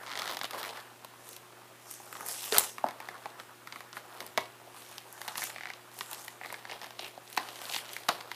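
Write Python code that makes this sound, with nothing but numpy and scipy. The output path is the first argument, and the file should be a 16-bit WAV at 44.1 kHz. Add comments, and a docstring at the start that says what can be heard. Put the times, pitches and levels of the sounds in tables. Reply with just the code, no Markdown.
"""Quiet furnished room: two hands tear a stiff plastic blister from its card, close to the microphone.
Glue joints and creases let go in snaps: noise bursts through broad resonances of card, shell and crack edge.
Glue also peels in runs of even jerks; each pull tears fibres and rubs the pack in dense random grains.
The room answers with decaying noise tails; steady mains hum and coloured hiss lie underneath."""
import sys
import numpy as np
from scipy import signal
from scipy.fft import rfft, irfft, next_fast_len
from scipy.io import wavfile
from scipy.ndimage import uniform_filter1d

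SR = 44100
rng = np.random.default_rng(int(sys.argv[2]) if len(sys.argv) > 2 else 0)


def master_out(mix):
    """Clip the mix to full scale and print it as 16-bit PCM to the path in sys.argv[1]."""
    frames = np.transpose(np.atleast_2d(mix))
    ceiling = np.clip(frames, -1, 1)
    pcm = np.round(ceiling * 32767).astype(np.int16)
    wavfile.write(sys.argv[1], SR, pcm)


N = 368235

# loudest releases of creases and glue joints:
# [t/s, card thump energy/dB, card pitch/Hz, wall energy/dB, rim energy/dB, edge energy/dB]
SNAPS = [(0.0349, -23, 1180, -23, -31, -40), (0.116, -25, 1210, -21, -17, -37),
         (0.1615, -36, 655, -33, -20, -41), (0.1546, -16, 1240, -13.5, -15.5, -32),
         (0.1748, -24, 690, -14, -11.5, -23), (0.1901, -23, 664, -15, -13, -18),
         (0.1954, -17, 1290, -27, -11, -33), (0.2194, -13.5, 1240, -13.5, -12, -20),
         (0.2305, -40, 1080, -44, -19, -30), (0.2418, -34, 1280, -28, -19, -35),
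         (0.257, -20, 700, -16, -16, -23), (0.2694, -19, 1280, -32, -18, -32),
         (0.277, -18.5, 710, -16, -13, -20), (0.2953, -17, 685, -15, -14, -28),
         (0.289, -34, 1130, -32, -17, -32), (0.3699, -14, 850, -13, -11.5, -18),
         (0.391, -19, 1240, -30, -20, -20), (0.4134, -13, 724, -14.5, -10.5, -28),
         (0.4342, -14, 1280, -32, -22, -18), (0.4434, -14, 730, -17, -11, -32),
         (0.4526, -18, 1260, -20, -15.5, -21), (0.5091, -18.5, 1250, -29, -18, -18.5),
         (0.5335, -15.5, 755, -21, -20, -35), (0.772, -28, 1190, -24, -22, -33),
         (1.0474, -18.5, 785, -46.5, -23, -22.5), (1.29, -41, 450, -38, -27, -20),
         (1.331, -41, 1280, -42, -26, -25), (1.365, -41, 1020, -39, -22, -21),
         (1.912, -31, 1260, -32, -40, -14), (2.0011, -22, 800, -32, -46, -36),
         (2.1273, -17, 1270, -23, -25, -21), (2.153, -18, 1280, -25, -29, -42),
         (2.1685, -31, 920, -27, -27, -27), (2.208, -15, 1260, -24, -29, -21),
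         (2.263, -38, 804, -25, -41, -12.5), (2.2861, -29, 1200, -33, -27, -11.5),
         (2.441, -32, 960, -33, -15.5, -19), (2.5241, -2, 455, -15, -3.5, -19),
         (2.5648, -5.5, 1210, -8, -7, -22), (2.572, -16, 890, -17, -5, -18), (2.5827, -5, 880, -14, 0, 8.5),
         (2.5837, -26, 880, -35, -4, 8.5), (2.5953, -17, 1000, -25, -12, -1),
         (2.7823, -13.5, 1240, -16, -21.5, -26), (2.8412, 3.5, 793, -23, -24, -28),
         (2.8659, -19, 714, -24, -25, -30), (2.887, -17, 900, -20, -20, -25),
         (2.909, -23, 905, -23, -25, -28), (3.0025, -16, 920, -19.5, -24, -26),
         (3.0875, -15, 785, -13, -21, -26), (3.2572, -9.5, 820, -17.5, -22.5, -34),
         (3.399, -18, 1320, -21, -20.5, -33), (3.673, -16.5, 1280, -20, -24, -27.5),
         (3.7243, -20.5, 920, -18.5, -17, -35), (3.7594, -16.5, 1310, -18.5, -28, -33),
         (3.8061, -19.5, 1060, -19, -26, -28), (3.9296, -21.5, 1280, -38, -20.5, -34),
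         (3.9689, -13.5, 1260, -16, -30, -27), (4.2046, -18, 1330, -17.5, -14.5, -21),
         (4.265, -27, 594, -42, -24.5, -19), (4.376, -1, 695, -0.5, -2.5, -12),
         (4.3808, -2, 1030, -13, -25, -21), (4.9816, -27, 870, -39, -15, -23),
         (5.127, -43, 450, -43, -41, -21), (5.216, -20, 864, -16.5, -18, -19.5),
         (5.2796, -14.5, 860, -15, -15.5, -16.5), (5.2839, -17, 830, -18, -14, -28),
         (5.3555, -18, 1030, -14.5, -17, -36), (5.3798, -13, 1130, -20, -11, -15),
         (5.4205, -18, 1140, -12.5, -18, -28), (5.4297, -20, 846, -13, -24, -20),
         (5.4393, -21, 790, -16, -18, -8), (5.452, -38, 800, -27, -25, -19),
         (5.5004, -22, 1300, -16.5, -21, -24), (5.5613, -20.5, 810, -15.5, -25, -38),
         (5.583, -20, 1260, -16, -25, -41), (5.6087, -23.5, 790, -14.5, -26, -44),
         (5.6345, -22, 800, -15.5, -24, -46), (5.656, -21, 770, -12, -22.5, -46),
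         (5.671, -26, 790, -17, -24, -47), (5.7015, -18.5, 814, -12, -21.5, -31),
         (5.736, -27, 1300, -38, -20.5, -35), (5.9891, -28, 990, -36, -21.5, -18),
         (6.009, -11.5, 1170, -12.5, -10.5, -25), (6.1133, -29, 1220, -33, -23, -15.5),
         (6.1317, -29, 1220, -26, -16.5, -14), (6.147, -41, 584, -36, -21, -32),
         (6.247, -36, 1210, -42, -37, -23), (6.281, -25, 785, -16, -18, -21),
         (6.4132, -18.5, 740, -18, -37, -53), (6.4356, -35, 1240, -16.5, -36, -45),
         (6.4475, -20, 1340, -17, -37, -45), (6.4595, -19, 810, -19, -23, -27),
         (6.503, -26, 830, -18.5, -35, -39), (6.526, -14.5, 880, -22, -24, -18),
         (6.5423, -26, 870, -14.5, -20, -37), (6.6528, -19.5, 880, -16, -22.5, -45),
         (6.6967, -29.5, 860, -18, -26.5, -41), (6.7204, -17.5, 910, -16, -34, -43),
         (6.8157, -20.5, 865, -21, -22.5, -37), (6.8432, -25, 1030, -18.5, -20, -41),
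         (6.9068, -22, 774, -27, -23, -31), (6.9932, -16.5, 700, -29, -12, -32),
         (7.1768, -17, 690, -42, -32, -45), (7.277, -40, 1000, -42, -26, -34),
         (7.301, -40, 1000, -40, -31, -26), (7.3285, -40, 1300, -40, -23, -20),
         (7.349, -30, 450, -43, -28, -28), (7.366, -38, 920, -35, -19, -17),
         (7.3739, -6, 1180, -29, -11.5, -26), (7.3763, -2, 860, -3, -5.5, -12.5),
         (7.488, -26, 810, -28, -18, -37), (7.5577, -27, 704, -37, -22, -26),
         (7.617, -25, 760, -42, -22, -24), (7.6545, -24, 790, -30, -17.5, -32),
         (7.6982, -21, 790, -42.5, -15, -37.5), (7.724, -33, 810, -32, -12.5, -31),
         (7.737, -30, 720, -32, -12, -24.5), (7.7456, -17.5, 890, -20, -8.5, -32),
         (7.763, -13.5, 980, -17, -6, -24), (7.892, -38, 850, -28, -20, -38),
         (7.933, -31, 393, -42, -19.5, -19), (7.9655, -20, 980, -9.5, -16.5, -21),
         (8.0856, -12, 990, -10, -10.5, -15), (8.0892, 2.5, 1070, -6, 1, -9),
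         (8.0933, -1.5, 770, -18, -19, -26), (8.1, -8, 1000, -33, -32, -38),
         (8.2094, -21, 1020, -23, -18, -29), (8.3158, -15, 1020, -12.5, -16.5, -23.5)]


def amp(db):
    """Gain of a level in dB."""
    return 10 ** (np.asarray(db) / 20)


def unit(x):
    """Scaled to rms 1."""
    return x / np.sqrt(np.mean(x ** 2) + 1e-20)


def along(points, hz):
    """Value at hz, interpolated between (f/Hz, value) points on a log frequency axis."""
    f, v = np.transpose(points)
    return np.interp(np.log(hz + 1), np.log(f + 1), v)


def coloured(x, spectrum):
    """x through a causal minimum-phase filter with the given (f/Hz, level/dB) points."""
    size = 4096
    gain = amp(along(spectrum, np.fft.rfftfreq(size, 1 / SR)))
    # folding the cepstrum onto positive times gives minimum phase
    cepstrum = irfft(np.log(gain + 1e-6))
    cepstrum[1:size // 2] *= 2
    cepstrum[size // 2 + 1:] = 0
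    impulse = irfft(np.exp(rfft(cepstrum)))
    return signal.fftconvolve(x, impulse)[:len(x)]


def background():
    """Steady hiss of room and preamplifier as coloured noise, with mains hum as sines."""
    # mains harmonics: [f/Hz, rms level/dB]
    hum_lines = [(120, -68), (240, -78.5), (360, -68)]
    # hiss colour: [f/Hz, relative density/dB]
    hiss_colour = [(25, -42), (90, -11), (160, -8), (330, -2.5), (600, -6.5), (1500, -7.5), (2500, -7.5),
                   (5000, -14.5), (9000, -16), (15300, -17.5)]
    hiss_rms_db = -57.5
    t = np.arange(N) / SR
    hum = sum(np.sqrt(2) * amp(db) * np.sin(2 * np.pi * hz * t) for hz, db in hum_lines)
    hiss = unit(coloured(rng.standard_normal(N), hiss_colour))
    return hum + amp(hiss_rms_db) * hiss


def effort(s):
    """Levels in dB of flexing, scraping and ripping at times s: powers of grip, pulls and settling add."""
    # pulls of the hands: [full strength at t/s, swell/s, hold/s, fade/s,
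    #                      card flexing level/dB, shell scraping level/dB, fibre ripping level/dB]
    pull_table = [(.18, 0.31, 0.16, .08, -45.5, -54, -54.5), (.44, 0.049, 0.0092, 0.062, -52, -50, -54),
                  (0.54, .06, .15, 0.089, -46, -52.5, -55.5), (0.762, 0.15, 0.042, 0.14, -45.5, -53, -61),
                  (1.308, 0.16, 0.022, 0.077, -74, -63, -52.5), (1.909, 0.11, .02, 0.2, -69, -60, -49),
                  (2.16, 0.3, 0.1, 0.12, -51.5, -62, -54), (2.3, 0.071, 0.0091, 0.26, -49.5, -47, -38.5),
                  (2.404, 0.12, 0.12, .05, -54, -51, -46), (2.533, 0.029, 0.022, 0.14, -34, -38.5, -34.5),
                  (3.096, 0.42, 0.2, 0.13, -54.5, -61.5, -66.5),
                  (3.4, 0.045, 0.0088, 0.068, -49.5, -60, -59), (3.75, 0.15, .01, 0.18, -59, -60, -61),
                  (3.957, 0.044, 0.018, 0.066, -46.5, -52, -56), (4.217, 0.24, .01, 0.13, -47, -56, -57.5),
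                  (4.775, 0.13, 0.19, 0.13, -56.5, -59.5, -57), (5.25, 0.3, 0.068, .1, -55.5, -58, -53.5),
                  (5.386, .06, 0.068, 0.11, -45.5, -48, -42), (5.547, 0.056, 0.15, 0.32, -60, -58, -71),
                  (6.008, 0.12, .01, 0.11, -51.5, -55, -49.5), (6.091, 0.12, .16, 0.16, -55, -58.5, -52.5),
                  (6.435, 0.083, 0.12, 0.18, -52, -56, -60.5), (6.718, .06, .01, .1, -43.5, -48.5, -61),
                  (6.828, 0.053, 0.0078, 0.1, -46.5, -51, -58.5), (7.01, 0.078, 0.068, .07, -53, -50, -58),
                  (7.335, 0.16, 0.011, 0.084, -59, -59, -57), (7.406, 0.063, 0.086, 0.33, -50, -54, -57.5),
                  (7.759, 0.27, .01, 0.083, -48.5, -42.5, -42.5),
                  (7.924, 0.21, 0.027, 0.29, -55, -52.5, -53), (8.173, .06, 0.0089, 0.15, -51, -57, -62),
                  (8.326, 0.12, .03, .1, -61, -55, -65)]
    # rustle of the pack while only held: [card level/dB, shell level/dB, fibre level/dB]
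    grip_db = [-58.5, -71, -69.5]
    swell_db = 20  # gained over the swell time, lost over the fade time
    settle_db, settle_db_per_s = [-45, -44, -44.5], 144  # re card, rim and edge energy of a snap; decay
    t = np.arange(0, N / SR, .002)
    full, swell, hold, fade = np.transpose(pull_table)[:4, :, None]
    before = np.maximum(full - t, 0) / swell
    after = np.maximum(t - full - hold, 0) / fade
    pull = amp(-swell_db * (before + after))
    since = t - np.array(SNAPS)[:, :1]
    settle = (since > 0) * amp(-settle_db_per_s * np.abs(since))
    pull_db = np.array(pull_table)[:, 4:]
    snap_db = np.array(SNAPS)[:, [1, 4, 5]] + settle_db
    power = amp(pull_db).T ** 2 @ pull ** 2 + amp(snap_db).T ** 2 @ settle ** 2
    return [np.interp(s, t, 10 * np.log10(p + amp(db) ** 2)) for p, db in zip(power, grip_db)]


def grains(per_s, spread_db):
    """Tiny breaks at random samples; a few are much larger than the rest."""
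    hit = rng.random(N) < per_s / SR
    size_db = spread_db * np.minimum(rng.exponential(size=N), 3)
    return hit * rng.standard_normal(N) * amp(size_db)


def shifting(x, depth_db):
    """The part of the pack that is worked keeps changing, and with it the colour of the rustle."""
    z = signal.stft(x, nperseg=256)[2]
    field = uniform_filter1d(rng.standard_normal(z.shape), size=7, axis=0)  # over frequency
    field = uniform_filter1d(field, size=20, axis=1)  # over time
    return unit(signal.istft(z * amp(depth_db * unit(field)), nperseg=256)[1][:N])


def tearing():
    """The same small breaks shake card and shell; fibres add their own denser rain."""
    # colours of card flexing, shell scraping and fibre ripping: [f/Hz, relative density/dB]
    flex_colour = [(150, -34), (350, -11), (750, -5.5), (1200, -6), (1800, -10.5), (3000, -42.5)]
    scrape_colour = [(200, -44), (1900, -4), (2800, 2), (4200, -2.5), (5800, -8.5), (8000, -19)]
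    rip_colour = [(300, -70), (2500, -30), (5500, 6), (8000, 5), (10500, 3), (13000, 0.5), (15500, -13.5)]
    flex_db, scrape_db, rip_db = effort(np.arange(N) / SR)
    breaks = unit(grains(per_s=1500, spread_db=3))
    fibres = unit(grains(per_s=6000, spread_db=2.5))
    flex = coloured(breaks + 0.88 * rng.standard_normal(N), flex_colour)
    flex = shifting(flex, depth_db=3.5)
    scrape = shifting(coloured(breaks + .6 * fibres, scrape_colour), depth_db=2)
    rip = shifting(coloured(.4 * breaks + fibres, rip_colour), depth_db=2)
    return amp(flex_db) * flex + amp(scrape_db) * scrape + amp(rip_db) * rip


def release(hz, width_hz, t60_s, jolt):
    """Per snap, a sudden jolt and a dying rattle of noise through a broad resonance; energy 1."""
    size = 2048
    t, f = np.arange(size) / SR, np.fft.rfftfreq(size, 1 / SR)
    rattle = amp(-60 * t / t60_s) * rng.standard_normal((len(hz), size))
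    rattle /= np.linalg.norm(rattle, axis=1, keepdims=True)
    force = rfft(rattle) + jolt
    resonance = 1j * f * width_hz / (hz * hz - f * f + 1j * f * width_hz)
    ring = irfft(force * resonance ** 2 / (1 + 1j * f / hz))  # little is radiated above the resonance
    return ring / np.linalg.norm(ring, axis=1, keepdims=True)


def slips():
    """Stick and slip: gaps stay equal or lengthen evenly through a run; rows like those of SNAPS."""
    # runs of peeling glue: [first t/s, length/s, first gap/s, last gap/s, swell/dB, card energy/dB,
    #                        card pitch/Hz, wall energy/dB, rim energy/dB, edge energy/dB]
    slip_runs = [(.064, .086, .0072, .0085, 3, -22, 1210, -23, -23, -40),
                 (.3032, .055, .008, .0125, 1, -20, 1010, -26, -17.5, -22.5),
                 (.581, .024, .003, .003, 2, -33, 1000, -36, -26.5, -27),
                 (0.6306, .065, .009, .0105, -11, -18.5, 1230, -16, -17, -20.5)]
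    spread_db = 1.5
    rows = []
    for first, length, gap, last, swell_db, card_db, hz, *shell_db in slip_runs:
        gaps = np.linspace(gap, last, int(2 * length / (gap + last)))
        s = first + np.cumsum(gaps) - gap
        db = swell_db * (s[:, None] - first) / length + [card_db, *shell_db]
        db = db + spread_db * rng.standard_normal(db.shape)
        rows.append(np.column_stack([s, db[:, 0], hz + 0 * s, db[:, 1:]]))
    return np.vstack(rows)


def crackle():
    """Small creases let go at random, as strongly as the pack is worked; rows like those of SNAPS."""
    per_s, pitch_range_hz = 60, (645, 1280)
    energy_db, spread_db = [18.3, 15.7, 21.4, 19.4], 5  # card, wall, rim and edge re the rustle; scatter
    count = int(per_s * N / SR)
    s, pitch = rng.random((count, 2)).T * [[N / SR], [1]]
    flex_db, scrape_db, rip_db = effort(s)
    db = np.transpose([flex_db, scrape_db, scrape_db, rip_db]) + energy_db
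    db = db + spread_db * rng.standard_normal(db.shape)
    card_hz = np.interp(pitch, [0, 1], pitch_range_hz)
    return np.column_stack([s, db[:, 0], card_hz, db[:, 1:]])


def laid(times_s, rows):
    """One short sound per row, added at its time."""
    index = np.round(times_s * SR).astype(int)[:, None] + np.arange(rows.shape[1])
    return np.bincount(index.ravel(), rows.ravel(), N + SR)[:N]


def snaps():
    """Each release thumps the card and rings wall, rim and edge; stronger shell rings die more slowly."""
    # wall, rim and crack edge of the shell: [mean f/Hz, width/Hz, t60 at -20 dB energy/s]
    shell_parts = [(2000, 860, 0.03), (3790, 3920, 0.021), (12460, 13200, 0.015)]
    events = np.vstack([SNAPS, slips(), crackle()])
    s, card_db, card_hz, *shell_db = events.T[..., None]
    rows = amp(card_db) * release(card_hz, .45 * card_hz, t60_s=.03, jolt=1.2)
    bow = release(280 + 0 * s, 310, t60_s=0.042, jolt=0.36)  # the whole card bows
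    rows += amp(card_db - 16.0) * bow
    for db, (hz, width_hz, t60_s) in zip(shell_db, shell_parts):
        patch = amp(.25 * rng.standard_normal(s.shape))  # no two patches of shell are the same size
        ring_t60_s = t60_s * amp(.1 * (db + 20))
        rows += amp(db) * release(hz * patch, width_hz, ring_t60_s, jolt=1.4)
    return laid(s[:, 0], rows)


def room(x):
    """Each frequency dies at its own speed; the hands move, so the echo pattern keeps changing."""
    # reverberation: [f/Hz, t60/s]
    wall_t60 = [(200, 0.54), (1000, 0.27), (4000, 0.27), (12000, 0.1)]
    step, delay = SR // 4, 250  # samples
    out = np.zeros(N + 2 * SR)
    for start in range(0, N, step):
        hz, t, z = signal.stft(rng.standard_normal(SR // 2), SR, nperseg=256)
        decay = amp(-60 * t / along(wall_t60, hz)[:, None])
        tail = signal.istft(z * decay, SR, nperseg=256)[1]
        answer = signal.fftconvolve(x[start:start + step], tail / np.linalg.norm(tail))
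        out[start + delay:][:len(answer)] += answer
    return out[:N]


def scene():
    """Nearly mono; a faint phase-scrambled copy of the whole, weighted by frequency, parts left and right."""
    # scrambled copy: [f/Hz, side re mid/dB]
    side_level = [(30, -20), (120, -23), (500, -39.5), (4000, -37.5), (12000, -28.5)]
    pack = snaps() + tearing()
    mid = pack + amp(-14.0) * room(pack) + background()
    hz, _, z = signal.stft(mid, SR, nperseg=256)
    scatter = np.exp(2j * np.pi * rng.random(z.shape))  # random phases
    side_gain = amp(along(side_level, hz))[:, None]
    side = signal.istft(z * scatter * side_gain, SR, nperseg=256)[1][:N]
    return np.array([mid + side, mid - side])


def record(dry):
    """The input clips at full scale, then a steep low-pass keeps nothing above its band limit."""
    top_hz, slope_hz = 15550, 500
    m = next_fast_len(N + SR)
    edge = np.clip((top_hz - np.fft.rfftfreq(m, 1 / SR)) / slope_hz, 0, 1)
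    return irfft(rfft(np.clip(dry, -1, 1), m) * edge, m)[:, :N]


dry = scene()
out = record(dry)
master_out(out)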